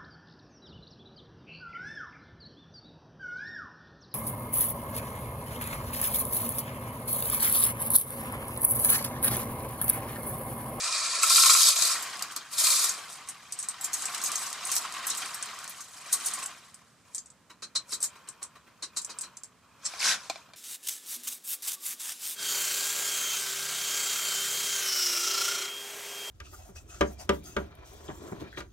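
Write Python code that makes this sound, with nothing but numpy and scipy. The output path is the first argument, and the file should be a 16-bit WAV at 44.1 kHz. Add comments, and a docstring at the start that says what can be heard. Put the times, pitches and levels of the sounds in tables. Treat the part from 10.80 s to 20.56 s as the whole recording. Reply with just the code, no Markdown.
"""Dry rice pours from a plastic bag into a hand-held measuring cup in a small kitchen.
Granular impacts make hissing gushes that excite the cup's resonances, then a duller trickle.
The bag rustles; its buckling creases and a few hard grains striking the cup make sharp snaps.
Short shakes top the cup up. Then the bag is righted, the load slumps inside it,
and knocks on the counter ring in damped modes."""
import sys
import numpy as np
from scipy import signal
from scipy.fft import rfft, irfft
from scipy.io import wavfile

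SR = 44100
rng = np.random.default_rng(int(sys.argv[2]) if len(sys.argv) > 2 else 0)


def dump(signal):
    """Clip the signal to [-1, 1] and save it as 16-bit WAV at the path in sys.argv[1]."""
    limited = np.clip(np.atleast_2d(signal).T, -1, 1)
    pcm = np.round(limited * 32767).astype(np.int16)
    wavfile.write(sys.argv[1], SR, pcm)


N = 430416
TIME = np.arange(N) / SR
BINS = np.fft.rfftfreq(2048, 1 / SR)


def gain_of(db):
    return 10 ** (np.asarray(db) / 20)

def unit(x):
    """Normalisation to unit energy."""
    return x / np.sqrt(np.sum(x ** 2) + 1e-20)

def curve(points, hz=BINS):
    """Interpolation on a log-frequency axis."""
    knots_hz, value = np.transpose(points)
    return np.interp(np.log(hz + 1), np.log(knots_hz + 1), value)

def add(mix, start_s, sound):
    """Superposition of a sound on the mix."""
    part = mix[:, max(round(start_s * SR), 0):][:, :sound.shape[1]]
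    part += sound[:, :part.shape[1]]

# Diffuse sound at two close microphone ports: frequency_hz, coherence
COHERENCE = [(100, 0.87), (300, 0.8), (500, 0.7), (1100, 0.97), (2500, 0.87), (4500, 0.3), (8000, 0.28),
             (12000, -.45)]
def diffuse(noises):
    """Spatial coherence: two independent noises mix into one diffuse field at two ports."""
    size = noises.shape[1]
    a, b = rfft(noises)
    coherence = np.clip(curve(COHERENCE, np.fft.rfftfreq(size, 1 / SR)), -.99, .99)
    mid, side = a * np.sqrt((1 + coherence) / 2), b * np.sqrt((1 - coherence) / 2)
    return irfft(np.array([mid + side, mid - side]), size)

# The kitchen's reverberation time: frequency_hz, t60_s
ROOM_DECAY = [(200, 0.33), (1200, 0.22), (4000, 0.12), (10000, 0.1), (15000, 0.1)]
def path(near_db, room_db, near_s=0.005, lag_s=1.1e-5, size=8192):
    """Impulse response from one spot: direct sound, scatter off cup and counter, reverberation."""
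    t = np.arange(size) / SR
    scatter = diffuse(rng.standard_normal((2, size)) ** 3) * np.exp(-t / near_s)
    reflections = diffuse(rng.standard_normal((2, size)) ** 3)
    hz, delay_s, bands = signal.stft(reflections, SR, nperseg=128, axis=1)
    decay = gain_of(-60 * delay_s / curve(ROOM_DECAY, hz)[:, None])
    tail = signal.istft(bands * decay, SR)[1][:, :size] * np.clip(t / 0.0013, 0, 1)
    direct = np.sinc(np.arange(size) - 8 - np.array([[lag_s * SR], [0]]))
    response = unit(direct) + gain_of(near_db) * unit(scatter) + gain_of(room_db) * unit(tail)
    return np.sqrt(2) * unit(response)

def tick(colour_db):
    """Minimum phase: the shortest causal pulse with this spectral shape, at unit energy."""
    log_gain = np.log(gain_of(np.r_[colour_db, colour_db[-2:0:-1]]))
    return unit(np.fft.ifft(np.exp(np.conj(signal.hilbert(log_gain)))).real)

def radiate(clicks, colour_db, paths, block=200):
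    """Convolution colours the clicks and carries each block along a randomly chosen path."""
    visits = rng.integers(0, len(paths), len(clicks) // block + 1)
    spot = np.repeat(visits, block)[:len(clicks)]
    pulse = tick(colour_db)[None]
    return sum(signal.oaconvolve((clicks * (spot == k))[None], signal.fftconvolve(response, pulse))
               for k, response in enumerate(paths))[:, :N]

def strengths(spread_db, shape):
    """Collision amplitudes whose levels follow a capped exponential distribution."""
    return gain_of(spread_db * np.minimum(rng.exponential(1, shape), 4))

def impacts(per_s, spread_db, size=N):
    """Shot noise: independent collisions at unit mean power."""
    strength = strengths(spread_db, size)
    hits = rng.choice([-1, 1], size) * (rng.random(size) < per_s / SR)
    return unit(strength * hits) * np.sqrt(size)

def pings(per_s, spread_db, size=160):
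    """Free vibrations of a few milliseconds, each at a random pitch, at unit mean power."""
    shape = (size // 2 + 1, 4 * N // size + 6)
    strength = strengths(spread_db, shape)
    sounding = rng.random(shape) < per_s * TIME[-1] / strength.size
    cells = sounding * strength * np.exp(2j * np.pi * rng.random(shape))
    return unit(signal.istft(cells, nperseg=size, noverlap=size * 3 // 4)[1][:N]) * np.sqrt(N)

def stream(ticks, rings, ring_share):
    """Incoherent sources add in power: some only tick, others ring briefly."""
    return np.sqrt(1 - ring_share) * ticks + np.sqrt(ring_share) * rings

def avalanches(depth_db, span_s):
    """Random amplitude modulation: events bunch into little avalanches."""
    knots_s = np.arange(0, TIME[-1] + span_s, span_s)
    swing = np.clip(rng.standard_normal(len(knots_s)), -2, 2)
    return unit(gain_of(depth_db * np.interp(TIME, knots_s, swing))) * np.sqrt(N)

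def burst(crest_s, per_s, spread_db, roundness=1, size=4000):
    """Shot noise under an envelope that swells and dies, at unit energy."""
    age = np.arange(size) / SR / crest_s
    return unit(impacts(per_s, spread_db, size) * (age * np.exp(-age)) ** roundness)

def resonances(modes, floor_db):
    """Spectrum in dB of broad modes summed in power, with the bass rolled off."""
    power = sum(gain_of(db) ** 2 / (1 + 2 * ((BINS - hz) / width_hz) ** 2) ** 2
                for hz, width_hz, db in modes)
    return 10 * np.log10(power + gain_of(floor_db) ** 2) + curve([(30, -30), (400, 0)])

def peak(hz, height_db, half_width_hz):
    """One bell-shaped resonance peak in dB."""
    return height_db / (1 + ((BINS - hz) / half_width_hz) ** 2)

def flow_of(rows):
    """Envelope that follows a level curve and is silent outside it."""
    time_s, db = np.transpose(rows)
    return gain_of(np.interp(TIME, time_s, db, left=-140, right=-140))

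def swells(rows, skirt):
    """Envelope of movements that each crest and die away, summed in power."""
    return np.sqrt(sum(gain_of(db) ** 2 * np.exp(-np.minimum(abs((TIME - s) / half_s) ** skirt, 40))
                       for s, db, half_s in rows))

def surge(start_s, end_s, rise_db_per_s, fall_db_per_s, arch_db=1):
    """Envelope that builds up to start_s, holds in a shallow arch and runs out after end_s."""
    progress = np.clip((TIME - start_s) / (end_s - start_s), 0, 1)
    arch = arch_db * (2 * progress - 1) ** 2
    edges = rise_db_per_s * np.maximum(start_s - TIME, 0) + fall_db_per_s * np.maximum(TIME - end_s, 0)
    return gain_of(-np.minimum(arch + edges, 140))


# Resonances of the nearly empty cup: pitch_hz, width_hz, level_db
CUP_MODES = [(636, 200, -8.5), (1115, 200, -2), (1324, 120, -1), (1784, 630, -6.5), (2430, 450, -3.5)]
# Spectra of the grains' hiss and of their hardest impacts: frequency_hz, level_db
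HISS_COLOUR = [(150, -76), (1500, -39.5), (2900, -16), (3400, -6), (3900, -0.5), (4700, 1), (6000, -2.5),
               (8000, -0.5), (9500, -5.5), (10800, -14.5), (14000, -33)]
HARD_COLOUR = [(500, -67), (4000, -14.5), (8000, 1), (10000, -0.5), (12000, -4), (14000, -8.5),
               (15500, -29.5)]
# Gushes out of the bag: start_s, end_s, hiss_db, rattle_db, hard_db, rise_db_per_s
GUSHES = [(0.0, 0.443, -29.5, -38.5, -61, 500), (0.424, 0.494, -25, -39, -32, 801),
          (0.501, 0.89, -19, -37, -22, 699.5), (0.958, 1.115, -25.5, -38.5, -29.5, 497.5),
          (1.725, 1.78, -39, -48.5, -38, 698.5), (1.785, 2.042, -24.5, -38, -24.5, 898)]
def gushes(paths):
    """Impact excitation: fast grains hiss as they strike, and the cup resonates in a hollow rattle."""
    rattle = hiss = hard = 0
    for start_s, end_s, hiss_db, rattle_db, hard_db, rise in GUSHES:
        pour = surge(start_s, end_s, rise, fall_db_per_s=179.5)
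        hiss = np.maximum(hiss, gain_of(hiss_db) * pour)
        hard = np.maximum(hard, gain_of(hard_db) * pour ** 1.2)
        rattle = np.maximum(rattle, gain_of(rattle_db) * surge(start_s, end_s, rise, fall_db_per_s=110))
    flow = avalanches(depth_db=2, span_s=0.007)
    grains = flow * stream(impacts(5400, spread_db=3.5), pings(22000, spread_db=3.5), ring_share=0.56)
    out = radiate(grains * rattle, resonances(CUP_MODES, floor_db=-47), paths[:3])
    out += radiate(grains * hiss, curve(HISS_COLOUR), paths[:5])
    return out + radiate(grains * hard, curve(HARD_COLOUR), paths[4:])

# Spectrum of the kitchen's hush: frequency_hz, level_db
HUSH_COLOUR = [(20, -50), (40, -24), (70, -6), (100, -7), (135, -3.5), (250, -5), (330, -13.5), (560, -13),
               (780, -14.5), (1050, -13.5), (1600, -15.5), (2700, -22), (8000, -23), (15500, -35)]
def hush(level_db=-63.5):
    """Stationary noise in a diffuse field, slightly stronger on the right."""
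    white = diffuse(rng.standard_normal((2, N)))
    colour = gain_of(curve(HUSH_COLOUR, np.fft.rfftfreq(N, 1 / SR)))
    noise = unit(irfft(rfft(white) * colour, N)) * np.sqrt(2 * N)
    return gain_of(level_db) * noise * gain_of([[-1.1], [1.1]])

# Spectrum of a sharp snap: frequency_hz, level_db
SNAP_COLOUR = [(200, -34), (1200, -22), (3000, -24.5), (4200, -11.5), (5600, -7.5), (8200, -2), (9600, -4),
               (11200, -9.5), (14000, -12.5), (15500, -26.5)]
# Sharp snaps, the bag's creases and a few hard grains striking the cup:
# start_s, snap_db, crackle_db, pitch_hz, treble_db
SNAPS = [(0.43, 7.5, 1, 7700, 1), (0.4976, 5, -4, 5340, 3), (1.0214, 9.5, 1, 6300, -8),
         (1.223, -7.5, -8, 7680, 8), (1.4229, -2, -25, 5140, 6), (1.5199, -14, -27, 6320, 2),
         (1.5622, -2, -11, 4840, 2), (1.785, -5, -1, 7840, 6), (2.0919, 2, -7, 6500, -7),
         (2.4868, -10, -7, 8800, -1), (2.722, -4.5, -10, 7750, -5), (2.788, -6.5, -4.5, 8550, -11),
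         (2.8267, -8, -9.5, 7920, -5), (2.8856, -2.5, -10, 8450, -6), (3.0104, -8.5, -11, 7800, 6),
         (3.04, -24, 2, 7340, 2), (3.131, -6, -1, 6400, -1), (3.1378, -1, -7, 8260, 0),
         (3.221, -6, -12, 7540, -11), (3.2542, -3, -6, 7560, -5), (3.4372, -3, -0.5, 6790, 3),
         (3.459, -4, -2.5, 6400, -12), (3.555, -2, -5.5, 6600, -2), (3.851, -6, -22, 8800, -1),
         (3.8695, -7, -10, 8760, 0), (3.916, 0.5, 0, 6650, 1), (3.953, -2, -2.5, 7460, 8),
         (3.969, -9, -2.5, 6160, 2), (4.2673, -7, -0.5, 9100, 8), (4.3013, -1.5, -17, 7340, -6),
         (4.372, -14, -3, 7850, 4), (4.5438, -7.5, -13, 8400, 7), (4.625, -2.5, -25, 8000, -12),
         (4.894, -15, -14.5, 9500, 16), (5.0045, -26, -12.5, 6200, -3), (5.326, -8.5, 8.5, 8760, 4),
         (5.459, -6, 2, 8900, 3), (5.5354, -5.5, -4.5, 9100, -4), (5.625, -25, -6.5, 8000, -3),
         (5.659, -7.5, -14, 7500, 1), (5.9425, -18.5, -30, 8460, -6), (6.347, -4.5, -6, 8140, -7),
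         (6.3802, -5.5, -29, 7350, -19), (6.458, -24, -27, 7200, -21), (6.5012, -24, -38, 7500, -20),
         (7.133, -12, -5, 8060, -2), (7.203, -12.5, -15, 8100, -7), (7.2269, 0.5, -3, 8400, -3),
         (7.2365, -6, 3, 7350, -4), (7.4865, -10, -16, 8100, -8), (7.6276, -5, -13, 8000, -12),
         (8.1697, -4, -2.5, 7370, -7), (8.2137, -23, -11, 7180, -10), (8.2463, -5.5, -25, 8100, -10),
         (8.3865, -7, -20, 8050, -19), (8.4093, -7.5, -8, 8000, -4), (8.5692, -12.5, -26, 7200, -12),
         (8.634, -11.5, -29, 7500, -7), (9.05, -21, 1.5, 5570, -30)]
def snaps(paths, lead_in_db=-20.5, lead_s=0.0015):
    """Buckling and impact: a crease gives way or a hard grain hits the cup, ringing amid a crackle."""
    out = np.zeros((2, N))
    lows, highs = curve([(4600, 1), (6000, 0)]), curve([(9300, 0), (11500, 1)])
    for start_s, snap_db, crackle_db, pitch_hz, treble_db in SNAPS:
        lead_in = gain_of(crackle_db + lead_in_db) * burst(0.0032, per_s=1500, spread_db=-2)[::-1]
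        snap = gain_of(snap_db) * burst(crest_s=0.0011, per_s=12000, spread_db=-0.5)
        crackle = gain_of(crackle_db) * burst(crest_s=0.0068, per_s=3800, spread_db=3.5)
        colour = curve(SNAP_COLOUR) + peak(pitch_hz, height_db=8, half_width_hz=500)
        lows_db = 11 * np.log2(7160 / pitch_hz)  # a higher snap has weaker low tones
        colour += lows * lows_db + highs * treble_db
        spot = [paths[rng.integers(len(paths))]]
        add(out, start_s, radiate(snap, colour, spot))
        add(out, start_s - lead_s - len(lead_in) / SR, radiate(np.r_[lead_in, crackle], colour, spot))
    return out

# Resonances of the cup's floor: pitch_hz, width_hz, level_db
FLOOR_MODES = [(1088, 67, -5.5), (1326, 98, -2.5), (2444, 400, -12)]
# Clumps of rice landing: start_s, level_db
CLUMPS = [(0.4335, 1), (0.5029, -3), (0.5796, 2.5), (0.6354, 3.5), (0.6607, -1.5), (0.6956, 4), (0.7501, 2),
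          (1.0964, -10)]
def drumming(paths):
    """Plate resonance: whole clumps strike the bare floor of the cup and excite its modes."""
    out, colour = np.zeros((2, N)), resonances(FLOOR_MODES, floor_db=-41.5)
    for start_s, level_db in CLUMPS:
        blow = gain_of(-10) * burst(crest_s=0.003, per_s=2000, spread_db=-1)
        blow[0] += 1  # the main impact
        spot = [paths[rng.integers(len(paths))]]
        add(out, start_s, gain_of(level_db) * radiate(blow, colour, spot))
    return out

# Flow of the thin stream, and of the last grains shaken out: time_s, level_db
TRICKLE_FLOW = [(1.13, -38.5), (1.42, -42.5), (1.68, -50), (2.15, -44.5), (2.62, -52.5), (3.03, -45.5),
                (3.28, -41), (3.8, -41), (4.42, -39.5), (4.87, -46), (5.04, -54), (5.21, -50),
                (5.27, -44.5), (5.6, -41), (5.8, -54.5), (6.25, -73.5)]
DRIBBLE_FLOW = [(6.25, -62), (6.65, -80), (7.2, -55), (7.9, -65.5), (8.1, -62.5), (8.35, -54), (8.72, -69),
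                (8.92, -65), (9.15, -49), (9.76, -63)]
# Spectra of grains landing on the heap, and in the filled cup: frequency_hz, level_db
PATTER_COLOUR = [(60, -28), (200, -17), (540, -15.5), (720, -6.5), (900, -6), (1150, 0.5), (1400, -3),
                 (1550, -3.5), (2300, -6), (2900, -6), (4000, -5.5), (8000, -12), (14000, -26.5)]
DRIBBLE_COLOUR = [(260, -41.5), (450, -14), (667, -14), (747, -21), (949, -7.5), (1760, -13.5),
                  (1940, -19.5), (2540, -14), (3660, -18.5), (13000, -30.5)]
def trickle(paths):
    """Granular shot noise: a thin stream patters on the heap, then dwindles to a dribble."""
    grains = stream(impacts(1600, spread_db=1), pings(9000, spread_db=3.5), ring_share=0.64)
    grains *= avalanches(depth_db=2.15, span_s=0.014)
    patter = radiate(grains * flow_of(TRICKLE_FLOW), curve(PATTER_COLOUR), paths[:5])
    dribble = radiate(grains * flow_of(DRIBBLE_FLOW), curve(DRIBBLE_COLOUR), paths[:3])
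    return patter + dribble

# Spectrum of the bag's film: frequency_hz, level_db
FILM_COLOUR = [(100, -38.5), (1200, -15), (3000, -15.5), (4000, -5.5), (5600, -4.5), (8200, 1.5),
               (10000, -5.5), (11200, -8), (14000, -14.5), (15500, -29)]
# The hand squeezing the bag: crest_s, level_db, half_length_s
SQUEEZES = [(1.2, -43, 0.1), (2.1, -42, .08), (2.31, -46.5, 0.047), (3.21, -33.5, 0.035), (3.47, -37, 0.1),
            (3.65, -38, 0.045), (3.94, -34.5, 0.047), (4.31, -39, 0.042), (4.46, -42.5, 0.057),
            (5.05, -50.5, 0.35), (5.47, -37.5, .08), (6.36, -58, 0.04), (7.115, -45.5, 0.019),
            (7.22, -40.5, .008)]
def rustle(paths, below_trickle_db=12):
    """Crackling noise: running rice and the squeezing hand set off many small snaps in the film."""
    flexing = np.hypot(gain_of(-below_trickle_db) * flow_of(TRICKLE_FLOW), swells(SQUEEZES, skirt=1.4))
    creases = stream(impacts(3800, spread_db=1.5), pings(16000, spread_db=5.5), ring_share=0.69)
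    creases *= avalanches(depth_db=4, span_s=0.013)
    small_snaps = gain_of(-2) * impacts(per_s=150, spread_db=10)
    return radiate((creases + small_snaps) * flexing, curve(FILM_COLOUR), paths[3:])

# Spectra of a spurt landing and of the thud in the bag: frequency_hz, level_db
SPURT_COLOUR = [(200, -61), (2000, -23), (3500, -15.5), (4000, 1), (4400, -1.5), (4800, -7), (5600, -3),
                (6600, -5), (8000, -5.5), (10000, -10), (11500, -33), (15000, -45)]
THUD_COLOUR = [(60, -35), (190, -4), (310, 1), (450, -4.5), (800, -5.5), (1100, 6), (1700, -0.5),
               (2800, -4), (5000, -18.5)]
# Jerks of the bag: start_s, level_db, pitch_hz
SHAKES = [(1.418, -23, 4200), (1.556, -9.5, 4430), (4.3, -2.5, 3960), (5.323, -0.5, 3640),
          (6.6954, -23.5, 3970), (6.8198, -7, 4120), (6.9498, 4, 4100), (7.119, -0.5, 3960),
          (7.351, -27, 4870), (7.47, -23, 4020), (7.613, -22, 4380), (7.7519, -29.5, 3950),
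          (7.865, -39, 4000), (8.021, -3.5, 3970), (8.1611, -1.5, 4430), (8.2915, -10.5, 4730),
          (8.429, -12.5, 4180)]
def shakes(paths):
    """Impulsive excitation: tossed grains land almost together and ring, while the bag thuds softly."""
    out = np.zeros((2, N))
    for start_s, level_db, pitch_hz in SHAKES:
        colour = curve(SPURT_COLOUR) + peak(pitch_hz, height_db=6, half_width_hz=180)
        spurt = burst(crest_s=0.0098, per_s=3500, spread_db=1, roundness=1.65)
        thud = burst(crest_s=0.0075, per_s=2500, spread_db=-6, roundness=1.66)
        thud_db = -16.5 + 0.26 * level_db  # grows only slowly with the jerk
        add(out, start_s, gain_of(level_db) * radiate(spurt, colour, paths[:2]))
        add(out, start_s, gain_of(thud_db) * radiate(thud, curve(THUD_COLOUR), paths))
    return out

# Spectrum of rice moving in the bag: frequency_hz, level_db
BAG_COLOUR = [(60, -37), (220, -13), (430, -20.5), (700, -11), (1250, -5.5), (1600, 1.5), (1950, -4),
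              (2450, -1.5), (2850, -6.5), (3700, 2), (4700, 1.5), (7600, -2), (11000, -11.5), (15000, -28)]
# Slides of the load: crest_s, level_db, half_length_s
SLUMPS = [(9.14, -45.5, 0.08), (9.275, -23.5, 0.054), (9.42, -49.5, 0.14)]
def slump(paths):
    """Granular flow: dense collisions merge as the load slides down inside the righted bag."""
    grains = stream(impacts(4000, spread_db=0.5), pings(16000, spread_db=4.5), ring_share=0.63)
    return radiate(grains * swells(SLUMPS, skirt=2.93), curve(BAG_COLOUR), paths[3:])

# Modes that a knock excites: pitch_hz, level_db, t60_s
KNOCK_MODES = [(332, -8, 0.043), (692, 2, 0.045), (755, -3, 0.054), (1034, -3.5, 0.04), (1480, -20, 0.08),
               (2380, -3, 0.04), (2420, -10, 0.04), (3230, -17, 0.049), (3500, -6, 0.04), (4160, -5, 0.049),
               (5260, -16, .08)]
# Knocks and light taps on the counter: start_s, ring_db, click_db
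KNOCKS = [(9.137, -39.5, -31), (9.4977, -26.5, -4), (9.557, -37, -24), (9.688, -56, -60),
          (9.735, -48.5, -24)]
def knocks(paths, attack_s=0.00055, low_cut_hz=380):
    """Damped modal vibration: a click of contact and a short hollow ring."""
    out, t = np.zeros((2, N)), np.arange(5000) / SR
    ring = sum(gain_of(db - 60 * t / t60_s) * np.cos(2 * np.pi * hz * t) for hz, db, t60_s in KNOCK_MODES)
    low_cut = signal.butter(2, low_cut_hz, "highpass", fs=SR, output="sos")
    ring = signal.sosfilt(low_cut, ring * (1 - np.exp(-t / attack_s)))
    for start_s, ring_db, click_db in KNOCKS:
        add(out, start_s, gain_of(ring_db) * signal.fftconvolve(ring[None], path(near_db=-4, room_db=-19)))
        click = burst(crest_s=0.00057, per_s=9200, spread_db=5)
        add(out, start_s, gain_of(click_db) * radiate(click, curve(BAG_COLOUR), paths[:1]))
    return out

def scene():
    """Superposition: rice, bag and knocks sound slightly to the left, over the kitchen's hush."""
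    paths = [path(near_db=-1, room_db=-1, near_s=0.0041) for _ in range(7)]
    rice = gushes(paths) + drumming(paths) + trickle(paths) + shakes(paths) + slump(paths)
    return (rice + snaps(paths) + rustle(paths) + knocks(paths)) * gain_of([[0.2], [-0.2]]) + hush()

def record(dry):
    """Band limiting: a linear-phase low-pass removes the highest treble."""
    low_pass = signal.firwin(255, 15500, window=("kaiser", 9), fs=SR)
    return signal.oaconvolve(dry, low_pass[None], "same")


dry = scene()
out = record(dry)
dump(out)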